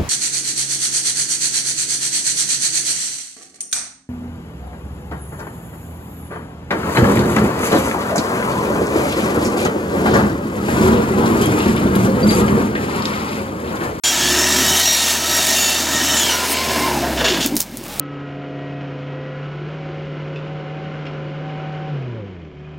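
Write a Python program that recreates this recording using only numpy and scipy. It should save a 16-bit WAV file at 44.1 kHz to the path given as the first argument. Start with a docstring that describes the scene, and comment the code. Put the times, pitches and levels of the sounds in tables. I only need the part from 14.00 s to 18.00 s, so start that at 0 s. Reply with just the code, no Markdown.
"""A disc saw fells a small tree

A hydraulic saw cuts outdoors, close to a mono microphone. Its teeth whine and rasp in the trunk
and ring the steel disc over a droning engine. The disc slows, binds and groans, the engine is
dragged down, the trunk cracks and the leafy crown starts to rustle over."""
import sys
import numpy as np
from scipy import signal
from scipy.fft import rfft, irfft, next_fast_len
from scipy.io import wavfile
from scipy.ndimage import map_coordinates

SR = 44100
rng = np.random.default_rng(int(sys.argv[2]) if len(sys.argv) > 2 else 0)


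def pcm_store(signal):
    """Save signal as 16-bit PCM."""
    levels = np.round(np.clip(np.atleast_2d(signal), -1, 1) * 32767)
    wavfile.write(sys.argv[1], SR, levels.astype(np.int16).T)


N = 176400
T = np.arange(N) / SR

# How often teeth hit the wood, and how loudly they whine: t/s, f/Hz, level/dB
TOOTH_RATE = [(.04, 785, -26.5), (.12, 805, -34), (.2, 832.4, -33.5), (.33, 894, -30), (.46, 926, -29),
              (.63, 944, -28), (.8, 946.5, -27.5), (.95, 939, -28), (1.1, 916.4, -30.5), (1.2, 927, -43),
              (1.31, 948, -26), (1.52, 925, -28), (1.73, 895, -30), (1.85, 909, -39), (2, 936, -35.5),
              (2.1, 935, -32), (2.19, 888, -28.5), (2.26, 800, -41), (2.33, 722, -38), (2.42, 704, -34.5),
              (2.6, 691, -63)]
# Tones in the whine: multiple of the tooth rate, level/dB
WHINE_TONES = [(1, -15.5), (2, -5.5), (3, -18), (4, -1), (5, -11), (6, -4.5), (7, -9), (8, -3), (9, -9),
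               (10, -8), (11, -12.5), (12, -7.5), (13, -12.5), (14, -9), (16, -13)]
# The teeth bite: t/s, length/s, multiple of the tooth rate, level/dB
BITES = [(0.048, 0.15, 2, -38), (0.175, 0.39, 2, -27), (0.335, 0.17, 6, -35), (2.071, 0.072, 4, -23),
         (2.147, .11, 8, -20.5), (2.191, .16, 4, -23), (2.28, 0.095, 8, -24.5), (2.277, 0.2, 2, -30.5)]
# Rasp of the cut in three bands: t/s, mid level/dB, high level/dB, top level/dB
RASP_LEVELS = [(0.05, -29, -18.5, -26), (0.38, -21.5, -17.5, -26), (0.8, -24.5, -17, -21.5),
               (0.86, -30, -18.5, -25.5), (1.11, -25.5, -18, -22), (1.2, -28.5, -23, -27.5),
               (1.3, -26, -20, -26), (1.57, -26, -17.5, -21.5), (1.85, -25.5, -21.5, -29.5),
               (1.94, -24, -20, -27), (2.22, -23.5, -19, -24), (2.43, -29.5, -26, -33),
               (2.53, -25, -22, -20), (2.55, -26.5, -23, -33.5), (2.8, -22, -23, -27.5),
               (2.96, -24.5, -29, -35.5), (3.01, -33, -28.5, -39), (3.04, -21, -29.5, -41),
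               (3.06, -24.5, -31, -52), (3.16, -29.5, -31, -49)]
# Tone colour of the rasp with the disc running fast: f/Hz, level/dB
FAST_COLOUR = [(240, -41), (400, -9), (520, -12), (630, -2), (740, -6.5), (830, -6.5), (940, 0.5),
               (1100, -10.5), (1300, -1.5), (1450, -6), (1800, -0.5), (2100, -8.5), (2400, -4.5),
               (3050, -5), (3800, -4), (4200, -6), (4550, -8), (5000, -4.5), (5700, -4.5), (6100, -5),
               (7400, -4), (8200, -7), (10000, -10.5), (11500, -9), (15900, -13)]
# The same with the disc labouring: f/Hz, level/dB
SLOW_COLOUR = [(240, -32), (400, -3.5), (510, -5.5), (666, 1), (753, -5.5), (1030, -0.5), (1130, -11),
               (1710, -5), (1960, -12), (2120, -9), (3930, -14.5), (5030, -11), (5870, -17), (12900, -18.5),
               (16000, -23.5)]
# Notes the steel disc rings at (its modes): f/Hz, half-width/Hz, level/dB
DISC_MODES = [(641, 24, -3.5), (745, 9, -5.5), (1309, 14, -5.5), (1757, 15, -9), (1848, 8, -4),
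              (2710, 13, -2), (3027, 32, 2.5), (3210, 8.1, -6), (3343, 14, -4), (3674, 12, -1),
              (4510, 180, 3.5), (5390, 33, 3), (5635, 9, 2), (5874, 34, 1), (6250, 120, 2.5),
              (6800, 30, 0.5), (7270, 75, -2)]
# Squeals of the disc: t/s, length/s, f/Hz, level/dB, phase wander/rad
SQUEALS = [(0.032, 0.093, 3270, -22.5, 0.81), (0.014, 0.094, 7120, -18.5, 1.1),
           (0.196, 0.115, 3300, -25, 0.79), (0.788, 0.26, 4190, -25.5, 2.4), (.838, 0.13, 5670, -19, .45),
           (1.291, .14, 5640, -26, 0.6), (1.557, 0.065, 2770, -25.5, .4), (1.59, 0.11, 6820, -23, .7),
           (1.918, 0.12, 1850, -27, 0.31), (3.197, 0.025, 1750, -23, 1), (3.25, 0.045, 2775, -20.5, .6)]
# How often the stalling disc slips in the wood: t/s, f/Hz, level/dB
SLIP_RATE = [(2.7, 983.6, -67), (2.86, 938, -29), (2.96, 846.5, -26), (3.04, 690, -28.5),
             (3.14, 621.4, -35), (3.28, 411.3, -28), (3.325, 367, -19.5), (3.355, 343.4, -23.5),
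             (3.41, 255.6, -24.5), (3.46, 277.8, -25.5), (3.48, 294.3, -37), (3.505, 281.5, -31.5),
             (3.513, 263, -15), (3.536, 267, -18.5), (3.546, 260, -20), (3.6, 254.6, -45),
             (3.62, 239.2, -61)]
# The trunk pinches the disc: t/s, hold/s, level/dB, brightness/(dB per octave)
PINCHES = [(3.171, 0.027, -21.5, -1), (3.203, .008, -22.5, -4), (3.24, 0.018, -15.5, 1),
           (3.279, .036, -20.5, 3.5), (3.334, 0.055, -25, -1), (3.403, 0.044, -21.5, 7.5)]
# Tone colour of a pinch: f/Hz, level/dB
PINCH_COLOUR = [(240, -38), (400, -22), (446, -27), (520, -5), (616, -6), (666, -6), (777, -11), (921, -6),
                (1330, -10), (1680, -3.5), (2120, -10), (2840, -5), (3530, -7), (4580, -11), (7170, -15.5),
                (7990, -24), (16000, -41)]
# Notes of the pinched disc: f/Hz, half-width/Hz, level/dB
PINCH_MODES = [(662, 19, 4), (1654, 52, -2), (2820, 75, -6), (3460, 100, 0), (6700, 220, -10)]
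# Wood fibres break: t/s, level/dB, brightness/(dB per octave)
CRACKS = [(3.4612, -0.5, 3), (3.5555, -15, 2), (3.5667, -3, 0), (3.5697, -11.5, -5.5), (3.5914, -13, 7),
          (3.6012, -10, 0), (3.6043, -1.5, -0.5), (3.6082, -21, 1), (3.6146, -13.5, -1), (3.7714, -13.5, 3),
          (3.839, -22, 4), (3.8809, -23, 0), (3.9966, 4.5, 3)]
# Tone colour of a crack: f/Hz, level/dB
CRACK_COLOUR = [(200, -4), (1000, -18), (3000, -8), (5500, 3), (9000, -1), (15000, 1)]
# How often the engine fires: t/s, f/Hz, exhaust level/dB, hum level/dB
FIRING_RATE = [(0, 68.1, -41, -44), (.12, 69.8, -42, -38.5), (.26, 71.35, -34, -25),
               (.5, 73.55, -32.5, -27), (.72, 75.7, -31.5, -31), (.95, 76.2, -40, -46),
               (1.3, 76, -37.5, -36), (1.75, 75.53, -39, -40.5), (2, 75.83, -35, -47),
               (2.5, 75.33, -39, -36.5), (2.76, 76.22, -34.5, -31), (2.9, 72.5, -33.5, -28),
               (3.1, 66.4, -30.5, -32), (3.22, 63, -27, -43), (3.33, 59.64, -36, -44), (3.55, 52, -40, -50),
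               (3.65, 48.7, -47, -55), (3.78, 44.06, -43.5, -59), (4, 38.4, -39, -38)]
# Tones in the exhaust: multiple of the firing rate, level/dB
EXHAUST_TONES = [(1, -0.5), (2, -12.5), (2.5, -13), (3, -5), (3.5, -6), (4, -7), (4.5, -6.5), (8, -10),
                 (9, -13)]
# Low rumble of the machine: t/s, level/dB
RUMBLE_LEVEL = [(.05, -39), (.26, -29.5), (.68, -28.5), (.97, -38), (1.33, -32.5), (1.82, -34.5), (2, -27),
                (2.39, -34.5), (2.8, -28), (3.15, -25.5), (3.26, -29.5), (3.45, -27), (3.56, -25),
                (3.63, -48), (3.72, -33), (3.98, -38)]
# Tone colour of the rumble: f/Hz, level/dB
RUMBLE_COLOUR = [(40, -50), (85, -14), (110, -9.5), (137, -4), (183, -6.5), (240, 2), (285, 0.5),
                 (330, -2.5), (390, -5.5), (470, -16.5), (600, -13.5), (1200, -61)]
# Loudness of the pump under load: t/s, level/dB
PUMP_LEVEL = [(2.25, -74), (2.36, -31), (2.55, -35), (2.66, -30.5), (2.88, -28), (2.98, -55), (3.1, -70)]
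# Pitch of the pump: t/s, f/Hz
PUMP_PITCH = [(2.3, 1000), (2.5, 1006), (2.64, 1051), (2.88, 1056), (3.1, 950)]
# Rustle of the falling crown: t/s, level/dB
LEAF_LEVEL = [(3.4, -29), (3.6, -38.5), (3.7, -41), (3.8, -38.5), (3.87, -33), (3.94, -31.5)]
# Tone colour of the leaves: f/Hz, level/dB
LEAF_COLOUR = [(250, -24), (500, -4), (800, -5.5), (1400, -12), (3300, -13), (7000, -17), (16000, -18)]

TILT_PIVOT_HZ = 2500  # brightness tips the tone colour around this frequency


def rasp():
    """Chips tear out of the trunk and ring the disc; the ring is damped as the disc slows."""
    fade_db = 40.5 * np.maximum(T - 3.314, 0)
    mids, highs, top = [amp(db - fade_db) for db in curves(RASP_LEVELS)]
    slow = np.clip((T - 2.386) / 0.28 + .5, 0, 1)  # 0 running fast, 1 labouring
    torn = disc_shimmer(chips(clump_db=1.5, bite=0.47))
    out = np.zeros(N)
    for colour, share, db in ((FAST_COLOUR, 1 - slow, -2.2), (SLOW_COLOUR, slow, -1)):
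        tearing = coloured(torn, colour)
        for low_hz, high_hz, level in ((0, 2000, mids), (2000, 8000, highs), (8000, SR, top)):
            band = unit(filtered(tearing, lambda f: (f >= low_hz) & (f < high_hz)))
            out += amp(db + 0.61 * wobble(24.34)) * np.sqrt(share) * level * band
    ring = ringing(DISC_MODES, swell_db=4.0, swell_rate=7.22)
    return out + amp(-5 - 6.15 * slow) * highs * ring


def chips(clump_db, bite):
    """Tearing chips make noise that comes in clumps and pulses with the teeth."""
    tooth_phase = turning(curves(TOOTH_RATE)[0])
    return noise() * amp(clump_db * wobble(450)) * (1 + bite * np.sin(tooth_phase))


def disc_shimmer(x):
    """The disc's many weak, high notes ring on after every chip."""
    t = T[:SR // 3]
    tail = rng.standard_normal(len(t)) * amp(-60 * t / 0.081)  # falls 60 dB in 81 ms
    rung = signal.fftconvolve(x, tail / np.linalg.norm(tail))[:N]
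    ring_share = lambda f: 0.56 * f ** 8 / (f ** 8 + 3000.0 ** 8)
    direct = filtered(x, lambda f: np.sqrt(1 - ring_share(f)))
    return direct + filtered(rung, lambda f: np.sqrt(ring_share(f)))


def ringing(modes, swell_db, swell_rate):
    """Noise shakes the disc's strong notes, and each swells on its own."""
    out = np.zeros(N)
    for hz, half_width, db in modes:
        level = amp(db + swell_db * wobble(swell_rate))
        out += level * unit(filtered(noise(), lambda f: 1 / (1 + 1j * (f - hz) / half_width) ** 2))
    return unit(out)


def whine():
    """Teeth pass through the cut and make a tone; their unevenness makes its level waver."""
    hz, db = curves(TOOTH_RATE)
    phase = turning(hz * (1 + 0.00114 * wobble(70)))
    tones = partials(phase, WHINE_TONES, flutter_db=3.5, flutter_rate=30, smear=0.32, smear_rate=200)
    uneven = 1 + .45 * np.sin(phase / 18 + wobble(12)) + .3 * np.sin(phase / 6 + wobble(12))
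    return amp(db) * tones * uneven


def bites():
    """As the disc spins up or bogs down, one multiple of the tooth rate screeches and glides with it."""
    phase = turning(curves(TOOTH_RATE)[0])
    out = np.zeros(N)
    for start, length, multiple, db in BITES:
        flutter = amp(1.7 * wobble(300))
        tone = np.sin(round(multiple) * phase + 0.5 * np.sqrt(multiple / 2) * wobble(260))
        out += amp(db) * gate(start, length, edge_s=0.031) * unit(flutter * tone)
    return out


def squeals():
    """Now and then one note of the disc briefly sings, cleanly or roughly."""
    out = np.zeros(N)
    for start, length, hz, db, wander in SQUEALS:
        flutter = amp(1.05 * wobble(200))
        tone = np.sin(2 * np.pi * hz * T + wander * wobble(350))
        out += amp(db) * gate(start, length, edge_s=0.019) * unit(flutter * tone)
    return out


def groan():
    """The disc sticks and slips ever more slowly until it stops."""
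    hz, db = curves(SLIP_RATE)
    phase = turning(hz * (1 + 0.085 * wobble(160)))
    return amp(db) * partials(phase, [(1, 1), (2, -22), (3, -17.5)],
                              flutter_db=5.5, flutter_rate=130, smear=0.38, smear_rate=76)


def pinches():
    """The leaning trunk scrapes on the disc in short harsh bursts, each with its own brightness."""
    rise_s, fade_s = .006, .15
    torn = unit(disc_shimmer(chips(clump_db=1.5, bite=0.35)))
    grit = amp(-10) * splinters(per_s=600, scatter_db=1)
    scrape = unit(coloured(torn + grit, PINCH_COLOUR))
    scrape += amp(-8) * ringing(PINCH_MODES, swell_db=2, swell_rate=60)
    out = np.zeros(N)
    for start, hold, db, tilt in PINCHES:
        rise = np.clip((T - start) / rise_s, 0, 1)
        fade_db = 60 * np.maximum(T - start - hold - rise_s, 0) / fade_s
        burst = unit(filtered(scrape, lambda f: amp(tilt * np.log2((f + 1) / TILT_PIVOT_HZ))))
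        out += rise * amp(db - fade_db) * burst
    return out


def cracks():
    """Each break in the wood is a very short, dry snap, then fading splinters."""
    hold_s, snap_fade_s, splinter_fade_s = 0.00047, 0.0053, 0.095
    hiss = coloured(noise(), CRACK_COLOUR)
    clicks = unit(coloured(splinters(per_s=1700, scatter_db=2.5), CRACK_COLOUR))
    out = np.zeros(N)
    for start, db, tilt in CRACKS:
        age = np.maximum(T - start, 0)
        tilted = unit(filtered(hiss, lambda f: amp(tilt * np.log2(f / TILT_PIVOT_HZ + .1))))
        snap = amp(-1.5 - 60 * np.maximum(age - hold_s, 0) / snap_fade_s) * tilted
        tail = amp(-17 - 60 * age / splinter_fade_s) * clicks
        out += (T >= start) * amp(db) * (snap + tail)
    return out


def splinters(per_s, scatter_db):
    """Wood fibres part with random clicks."""
    clicks = (rng.random(N) < per_s / SR) * np.sign(noise())
    return unit(clicks * amp(scatter_db * np.clip(noise(), -2, 2)))


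def engine():
    """A clean firing tone with rougher exhaust overtones, and a rumble that throbs with the firings."""
    pipe_cut_hz, throb = 47, 0.39
    hz, exhaust_db, hum_db = curves(FIRING_RATE)
    phase = turning(hz)
    tones = partials(phase, EXHAUST_TONES[:1], flutter_db=1, flutter_rate=18, smear=.04, smear_rate=25)
    tones += partials(phase, EXHAUST_TONES[1:], flutter_db=5, flutter_rate=17, smear=.29, smear_rate=21)
    hum = partials(phase, [(5, -1.5), (2, -15.5)],
                   flutter_db=1.2, flutter_rate=20, smear=0.11, smear_rate=30)
    # The pipe weakens the deepest bass.
    exhaust = filtered(amp(exhaust_db) * tones, lambda f: f ** 2 / np.sqrt(f ** 4 + pipe_cut_hz ** 4))
    rumble = unit(coloured(noise() * (1 + throb * np.sin(phase)), RUMBLE_COLOUR))
    return exhaust + amp(hum_db) * hum + amp(curves(RUMBLE_LEVEL)[0]) * rumble


def pump():
    """The hydraulic pump sings as the load rises."""
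    phase = turning(curves(PUMP_PITCH)[0])
    tones = partials(phase, [(1, 2), (2, -8)], flutter_db=4, flutter_rate=39, smear=0.32, smear_rate=72)
    return amp(curves(PUMP_LEVEL)[0]) * tones


def leaves():
    """The crown rustles as it tips."""
    rustle = noise() * amp(2.3 * wobble(900))
    return amp(curves(LEAF_LEVEL)[0]) * unit(coloured(rustle, LEAF_COLOUR))


def partials(phase, table, flutter_db, flutter_rate, smear, smear_rate):
    """Stack tones on one pitch; each wavers in level (flutter) and in phase (smear)."""
    out = np.zeros(N)
    for multiple, db in table:
        flutter = amp(flutter_db * wobble(flutter_rate))
        tone = np.sin(multiple * (phase + 7 * rng.random()) + smear * wobble(smear_rate))
        out += amp(db) * unit(flutter * tone)
    return out


def amp(db):
    """Turn decibels into a gain."""
    return 10 ** (np.asarray(db) / 20)


def unit(x):
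    """Scale to an average (rms) level of 1."""
    return x / np.sqrt(np.mean(x ** 2) + 1e-20)


def curves(rows):
    """Join a table's points in time: one curve for each column after the first."""
    times, *columns = np.transpose(rows)
    return [np.interp(T, times, column) for column in columns]


def wobble(rate):
    """A smooth curve through `rate` random points a second."""
    points = rng.standard_normal(N // 16)
    grid = np.arange(0, min(T[-1] * rate + 2, len(points) - 1), .25)
    return np.interp(T * rate, grid, map_coordinates(points, [grid]))


def filtered(x, response):
    """Scale each frequency f in x by response(f)."""
    size = next_fast_len(N + 8192)
    return irfft(rfft(x, size) * response(np.fft.rfftfreq(size, 1 / SR)), size)[:N]


def coloured(x, points):
    """Give x the tone colour in a table."""
    hz, db = np.transpose(points)
    return filtered(x, lambda f: amp(np.interp(np.log(f + 1), np.log(hz + 1), db)))


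def noise():
    """Fresh white noise."""
    return rng.standard_normal(N)


def turning(hz):
    """Add up a changing frequency into a phase angle."""
    return 2 * np.pi * np.cumsum(hz) / SR


def gate(start, length, edge_s):
    """Rise, hold and fall."""
    return np.clip(np.minimum(T - start, start + length - T) / edge_s, 0, 1)


def scene():
    """All sources, the same on both channels."""
    sawing = engine() + whine() + bites() + rasp() + squeals() + pump() + groan() + pinches()
    mono = sawing + cracks() + leaves()
    return np.array([mono, mono])


def record(dry):
    """The microphone opens, clips at full scale and drops the very highest treble."""
    start_s, top_hz = .036, 15900
    opened = np.clip(dry, -1, 1) * np.clip((T - start_s) / .002, 0, 1)
    return np.array([filtered(x, lambda f: f < top_hz) for x in opened])


dry = scene()
out = record(dry)
pcm_store(out)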